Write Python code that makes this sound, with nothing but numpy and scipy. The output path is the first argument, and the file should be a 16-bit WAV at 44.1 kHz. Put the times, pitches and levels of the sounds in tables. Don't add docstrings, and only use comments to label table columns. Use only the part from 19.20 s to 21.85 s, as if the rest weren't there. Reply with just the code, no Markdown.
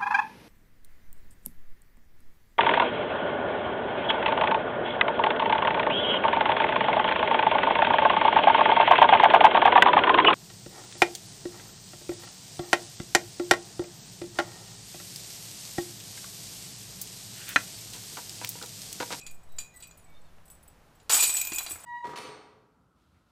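import sys
import numpy as np
from scipy import signal
from scipy.fft import rfft, irfft, next_fast_len
from scipy.io import wavfile
from scipy.ndimage import map_coordinates

SR = 44100
rng = np.random.default_rng(int(sys.argv[2]) if len(sys.argv) > 2 else 0)


def volts_from_db(level):
    exponent = np.asarray(level, float) / 20
    return 10 ** exponent


def generate_wav(signal):
    frames = np.transpose(np.atleast_2d(signal))
    scaled = np.clip(frames, -1, 1) * 32767
    pcm = np.round(scaled).astype(np.int16)
    wavfile.write(sys.argv[1], SR, pcm)


N = 116865

LINK_HZ = [7830, 8250, 8620, 9080]
BRIGHT_HZ = [12700, 13450, 14500]
HOOK_HZ = [9860, 14500]
RING_HZ = [6790, 6910, 7050, 8750]
# (spread between pieces [Hz], level [dB], t60 [s])
LINK = [(67, 8, 0.046), (193, -4, 0.066), (98, 3, 0.018), (119, -6, 0.035)]
BRIGHT = [(364, -6, 0.04), (257, -5, 0.039), (110, -1.5, 0.042)]
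HOOK = [(69.5, -2.3, 0.095), (70.4, -0.61, 0.062)]
RING = [(55.6, -26, 0.57), (50, -6, 0.063), (38, 6.5, 0.022), (199, -16, 0.074)]
# (frequency [Hz], density [dB per Hz])
CRACK = [(1500, -24), (2400, -4.5), (6400, -2), (8300, -2), (10500, -9), (13500, -6), (15300, -28)]
CRACK_T60_S = 0.018
RISE_S = 0.0009


def unit(x):
    return x / np.sqrt(np.mean(x ** 2) + 1e-20)


def along(points, hz):
    f, v = np.transpose(points)
    return np.interp(np.log(hz + 1), np.log(f + 1), v)


def curves(rows, t):
    s, *cols = np.transpose(rows)
    return [np.interp(t, s, c) for c in cols]


def wander(t, per_s, knots):
    return map_coordinates(rng.standard_normal(knots), [t * per_s])


def noise(spectrum, size):
    z = rfft(rng.standard_normal(next_fast_len(size + 8192)))
    hz = np.linspace(0, SR / 2, len(z))
    return unit(irfft(z * volts_from_db(along(spectrum, hz))))[:size]


def impulses_at(s):
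    return np.clip(s * SR, 0, N - 1).astype(int)


def bursts(rows, count=3, gap_s=0.003, fade_db=4):
    s, *levels = np.transpose(rows)[:, :, None]
    luck, k = rng.random((len(rows), 2, count)), np.arange(count)
    late = np.cumsum(2 * gap_s * luck[:, 0] * (k > 0), axis=1)
    weaker_db = fade_db * k + 6 * luck[:, 1] * (k > 0)
    return [(s + late).ravel()] + [(db - weaker_db).ravel() for db in levels]


def struck(hz, modes, s, db, count=12, flutter_db=5):
    flutters_per_s, strike_db = 120, 2
    hz, spread, level, t60 = np.vstack([hz, np.transpose(modes)]).astype("f")[:, None, :, None]
    t = np.arange(SR // 3, dtype="f") / SR
    level_luck, pitch_luck, decay_luck = rng.standard_normal((3, count, len(modes), 1), "f")

    knots = rng.standard_normal((count, len(modes), SR // 1000), "f")
    at = t * flutters_per_s
    i, part = at.astype(int), at % 1
    flutter = knots[..., i] * (1 - part) + knots[..., i + 1] * part

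    decay_db = 60 * t / (t60 * volts_from_db(decay_luck))
    mode_db = level + strike_db * level_luck + flutter_db * flutter - decay_db
    tone = np.sin(np.float32(2 * np.pi) * (hz + spread * pitch_luck) * t)
    rings = (np.exp(np.float32(np.log(10) / 20) * mode_db) * tone).sum(axis=1)
    rings = rings * (1 - np.exp(-t / RISE_S)) * (1 - (t / t[-1]) ** 2)
    rings = rings / np.abs(rings).max(axis=1)[:, None]

    blows, m = np.zeros((count, N)), next_fast_len(N + SR // 3)
    np.add.at(blows, (np.arange(len(s)) % count, impulses_at(s)), volts_from_db(db))
    return irfft((rfft(blows, m) * rfft(rings, m)).sum(axis=0), m)[:N]


def cracks(s, db, t60, spectrum):
    blows = np.bincount(impulses_at(s), volts_from_db(2 * db), N)
    power = signal.fftconvolve(blows, volts_from_db(-120 * np.arange(SR // 4) / SR / t60))[:N]
    return np.sqrt(np.abs(power)) * noise(spectrum, N)


def link_ticks():
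    early = [(0.001, -35.5, -64, -50), (0.0333, -37.5, -60, -55), (0.0662, -33, -51, -43),
             (0.1111, -35, -56, -39), (0.1441, -43, -61, -47), (0.2329, -45.5, -69, -55),
             (0.2897, -52, -75, -58), (0.3207, -46.5, -70, -46), (0.3636, -45, -76, -47),
             (0.3865, -28, -61, -32), (0.401, -29, -50, -33), (0.5407, -49, -70, -48),
             (0.5511, -52, -72, -47), (0.561, -33, -66, -50), (0.5686, -34, -56, -39.5),
             (0.6015, -44, -59, -39), (0.623, -27, -79, -48), (0.634, -34, -73, -43),
             (0.6709, -39, -69, -40), (0.7741, -45, -53, -46), (0.827, -52, -78, -63),
             (0.8425, -42.5, -78, -53), (0.8994, -56, -80, -55), (1.0151, -51, -81, -64),
             (1.255, -44.5, -61, -47), (1.28, -40.5, -72, -46), (1.3009, -40.5, -50.5, -39.5),
             (1.3124, -35.5, -65, -42), (1.331, -59, -70, -52), (1.3508, -43.5, -77, -52),
             (1.4277, -51.5, -55.5, -50), (1.44, -65, -73, -56), (1.4775, -41, -55, -56),
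             (1.7529, -51, -79, -54), (1.8267, -65, -66, -65)]
    late = [(1.8954, -15, -58, -23), (1.9332, -2, -35, -26), (1.9417, -7.5, -33, -16),
            (1.958, -14, -23, -20), (1.971, -6, -41, -16), (2.0255, -20, -26, -9), (2.032, -10, -25, -8),
            (2.0719, -7.5, -31, -19), (2.1383, -10, -35, -19.5), (2.1683, -33, -41, -17.5),
            (2.185, -18, -36, -43), (2.2126, -12.5, -39, -12), (2.2335, -49, -66, -46),
            (2.2495, -26, -50, -18), (2.2711, -26, -56, -17.5), (2.297, -24, -42, -44),
            (2.3324, -18.5, -46, -23), (2.347, -31, -37, -21), (2.3593, -20, -45, -22),
            (2.3837, -16.5, -39, -14.5), (2.4306, -30, -39.5, -26.5), (2.478, -34, -58, -36),
            (2.492, -27, -48, -43), (2.4965, -27, -34.5, -30), (2.5075, -20, -42, -39),
            (2.5154, -16.5, -43, -23.5), (2.535, -38, -43, -32), (2.555, -47, -52, -35),
            (2.569, -59, -52, -64), (2.6015, -36, -50, -46), (2.6358, -28, -68, -39)]
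    s, link, hook, bright = bursts([*early, *late])
    out = struck(LINK_HZ, LINK, s, link - 11, count=11)
    out = out + struck(HOOK_HZ, HOOK, s, hook, count=7)
    out = out + struck(BRIGHT_HZ, BRIGHT, s, bright - 11, count=10)
    return out + cracks(s, bright - 15.5, CRACK_T60_S, CRACK)


def frame_clashes():
    # (time [s], ring [dB], pole [dB], crack [dB])
    clashes = [(0.001, -58, -50, -57), (0.0124, -37.5, -48, -53.5), (0.0652, -29.5, -48.5, -42),
               (0.385, -22, -45.5, -38.5), (0.4, -34.5, -52, -45), (0.606, -61, -68, -55),
               (0.6265, -42, -51.5, -49), (0.639, -46, -61, -54), (0.7105, -42, -66, -58.5),
               (0.794, -50, -68, -69), (1.8, -53, -83, -60), (1.8955, -23, -38, -30),
               (1.9344, -29, -37, -52), (1.943, -21, -42, -25), (1.9899, -22, -26.5, -32),
               (2.0255, -13, -43, -27.5), (2.035, -12, -35.5, -25.5), (2.094, -40, -33, -33),
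               (2.168, -14, -36, -33), (2.2135, -16, -33.5, -38.5), (2.2715, -23.5, -41.5, -44),
               (2.3198, -30, -43.5, -36), (2.3328, -25, -36, -58), (2.3593, -20, -70, -62),
               (2.3835, -19, -37.5, -33), (2.4635, -66, -46.5, -34.5), (2.508, -45, -49.5, -42.5)]
    pole_hz = [2424, 2490, 2628]
    rods_hz = [2730, 3350, 4020, 4740, 5800]
    # (spread [Hz], level [dB], t60 [s])
    pole_modes = [(5, 0, .4), (6, -3, .4), (6, -14, .3)]
    rod_modes = [(70, -4, .05), (35, -4, .055), (35, 0, .07), (80, -3, .05), (90, -4, .05)]
    # (frequency [Hz], density [dB per Hz])
    bang = [(150, -69), (250, -9.5), (1580, -5.5), (4140, -2), (6360, -7.5), (7050, 1.5), (15300, -26.5)]
    s, ring, pole, crack = bursts(clashes)
    first = slice(None, None, 3)
    out = struck(RING_HZ, RING, s, ring - 6, count=10)
    out = out + struck(pole_hz, pole_modes, s[first], pole[first] + 1.5, count=7, flutter_db=3.5)
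    out = out + struck(rods_hz, rod_modes, s, crack + 3.5, count=10)
    out = out + cracks(s[first], crack[first] - 6.5, 0.12, bang)
    return out + cracks(s, crack + 3.5, 0.012, bang)


def jangle():
    # (time [s], links [dB], rings [dB], clatter [dB])
    shake = [(1.897, -45, -42, -30.5), (1.92, -25.5, -28, -30.5), (1.944, -21, -18, -31),
             (1.975, -28.5, -36, -32.5), (2.012, -23.5, -25.5, -34.5), (2.035, -29, -34, -33),
             (2.1, -31, -36, -40.5), (2.2, -33.5, -49, -45.5), (2.3, -56, -68, -55),
             (2.45, -47.5, -50, -55), (2.65, -69, -65, -64.5)]
    contacts_per_s, start = 700, shake[0][0]
    s = start + np.cumsum(rng.exponential(1 / contacts_per_s, 900))
    s = s[s < N / SR]
    db = np.zeros(len(s))
    link, ring, clatter = curves(shake, np.arange(N) / SR)
    layers = [
        (struck(LINK_HZ + BRIGHT_HZ, LINK + BRIGHT, s, db), link - 1),
        (struck(RING_HZ, RING, s[::2], db[::2], count=9), ring - 2.5),
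        (cracks(s, db, CRACK_T60_S, CRACK), clatter + 3.5),
        (struck(HOOK_HZ, HOOK, s[::3], db[::3], count=7), link - 13),
    ]
    return sum(x / x[int(start * SR):].std() * volts_from_db(level) for x, level in layers)


def disc():
    # (time [s], peak [dB], body pitch [Hz])
    knocks = [(1.183, -51, 1530), (1.897, -19.5, 1520), (1.917, -38, 1300), (1.934, -24, 980),
              (1.965, -25, 683), (2.025, -30, 1110), (2.093, -36, 1330), (2.146, -30.5, 1170),
              (2.32, -27.5, 345), (2.385, -37, 810), (2.406, -31.5, 950), (2.464, -42, 2900),
              (2.51, -37.5, 325), (2.53, -44, 88), (2.557, -33.5, 1030), (2.642, -42, 720)]
    # (time [s], level [dB])
    scrape = [
        (1.9, -32.5),
        (1.96, -35.5),
        (2.05, -46.5),
        (2.2, -53),
        (2.65, -57.5),
    ]
    # (frequency [Hz], density [dB per Hz])
    plastic = [(120, -57), (250, -6), (450, -4.5), (800, 7), (1600, 4), (2300, -2.5), (3500, -6.5),
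               (7000, -73)]
    knock_cycles, snap_db, snap_t60_s, lumps_db = 8, -4.5, 0.033, 2.5
    out, t = np.zeros(N + SR), np.arange(SR // 10) / SR
    for s, db, hz in knocks:
        body = np.sin(2 * np.pi * hz * t) * volts_from_db(-60 * t * hz / knock_cycles)
        snap = volts_from_db(snap_db - 60 * t / snap_t60_s) * noise(plastic, len(t))
        out[int(s * SR):][:len(t)] += volts_from_db(db) * (1 - np.exp(-t / RISE_S)) * (body + snap)
    t = np.arange(N) / SR
    rub_db = curves(scrape, t)[0] - 1.5 + lumps_db * wander(t, 120, 400)
    return out[:N] + (t > knocks[1][0]) * volts_from_db(rub_db) * noise(plastic, N)


def birds():
    # (time [s], length [s], start [Hz], end [Hz], level [dB])
    whistles = [
        (0.266, 0.29, 3870, 3960, -68.5),
        (0.535, 0.087, 1993, 1954, -61.5),
        (0.539, 0.098, 4050, 4000, -68.5),
        (0.547, 0.23, 5900, 5900, -81),
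        (0.85, 0.13, 2270, 2260, -67),
        (0.868, 0.15, 3670, 3630, -71.5),
        (0.935, 0.17, 4250, 4350, -77),
        (0.946, 0.031, 3610, 3590, -63),
        (1.045, 0.052, 3750, 3430, -71.5),
    ]
    warble_db = 4
    out, t = 0, np.arange(N) / SR
    for s, length, hz, end_hz, db in whistles:
        u = np.clip((t - s) / length, 0, 1)
        swell = np.sqrt(np.abs(np.sin(np.pi * u)))
        tone = np.sin(2 * np.pi * np.cumsum(hz + (end_hz - hz) * u) / SR)
        out = out + volts_from_db(db + warble_db * wander(t, 60, 200)) * swell * tone
    return out


def trees(x):
    # (frequency [Hz], t60 [s])
    decay = [(300, 0.25), (3000, 0.22), (12000, 0.24)]
    hz, t, z = signal.stft(rng.standard_normal(SR // 2), SR, nperseg=256)
    tail = signal.istft(z * volts_from_db(-60 * t / along(decay, hz)[:, None]), SR, nperseg=256)[1]
    delayed = np.pad(x, (300, 0))
    return signal.fftconvolve(delayed, tail / np.linalg.norm(tail))[:N]


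def air():
    # (frequency [Hz], density [dB per Hz])
    rumble = [(25, 1), (60, 0), (164, -8.5), (340, -14), (700, -12.5), (1100, -15.5), (3200, -26),
              (15500, -36.5)]
    # (time [s], width [s], pressure [full scale])
    gusts = [
        (0.138, 0.039, 0.017),
        (0.347, 0.048, -0.023),
        (1.018, 0.1, 0.0083),
        (1.149, 0.063, -0.0074),
    ]
    hum_hz, hum_db, hum_ends_s = 161, -65.5, 1.5
    t = np.arange(N) / SR
    hum = volts_from_db(hum_db + 2 * wander(t, 10, 40)) * np.sin(2 * np.pi * hum_hz * t)
    hum = hum / (1 + (t / hum_ends_s) ** 8)
    wind = sum(p * np.exp(-0.5 * ((t - s) / w) ** 2) for s, w, p in gusts)
    return volts_from_db(-58.5 + 0.077 * wander(t, 3, 40)) * noise(rumble, N) + hum + wind


def scene():
    near = link_ticks() + frame_clashes() + jangle() + disc() + birds()
    return (near + volts_from_db(-8) * trees(near) + air())[None]


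def band_limit(x):
    return signal.sosfilt(signal.butter(12, 16200, fs=SR, output="sos"), x)


def record(dry):
    top_hz = 15330
    m = next_fast_len(N + 8192)
    hz = np.fft.rfftfreq(m, 1 / SR)
    gain = np.clip((top_hz + 60 - hz) / 120, 0.006, 1)
    mix = irfft(rfft(dry, m) * gain, m)[:, :N]
    return band_limit(mix)


dry = scene()
out = record(dry)
generate_wav(out)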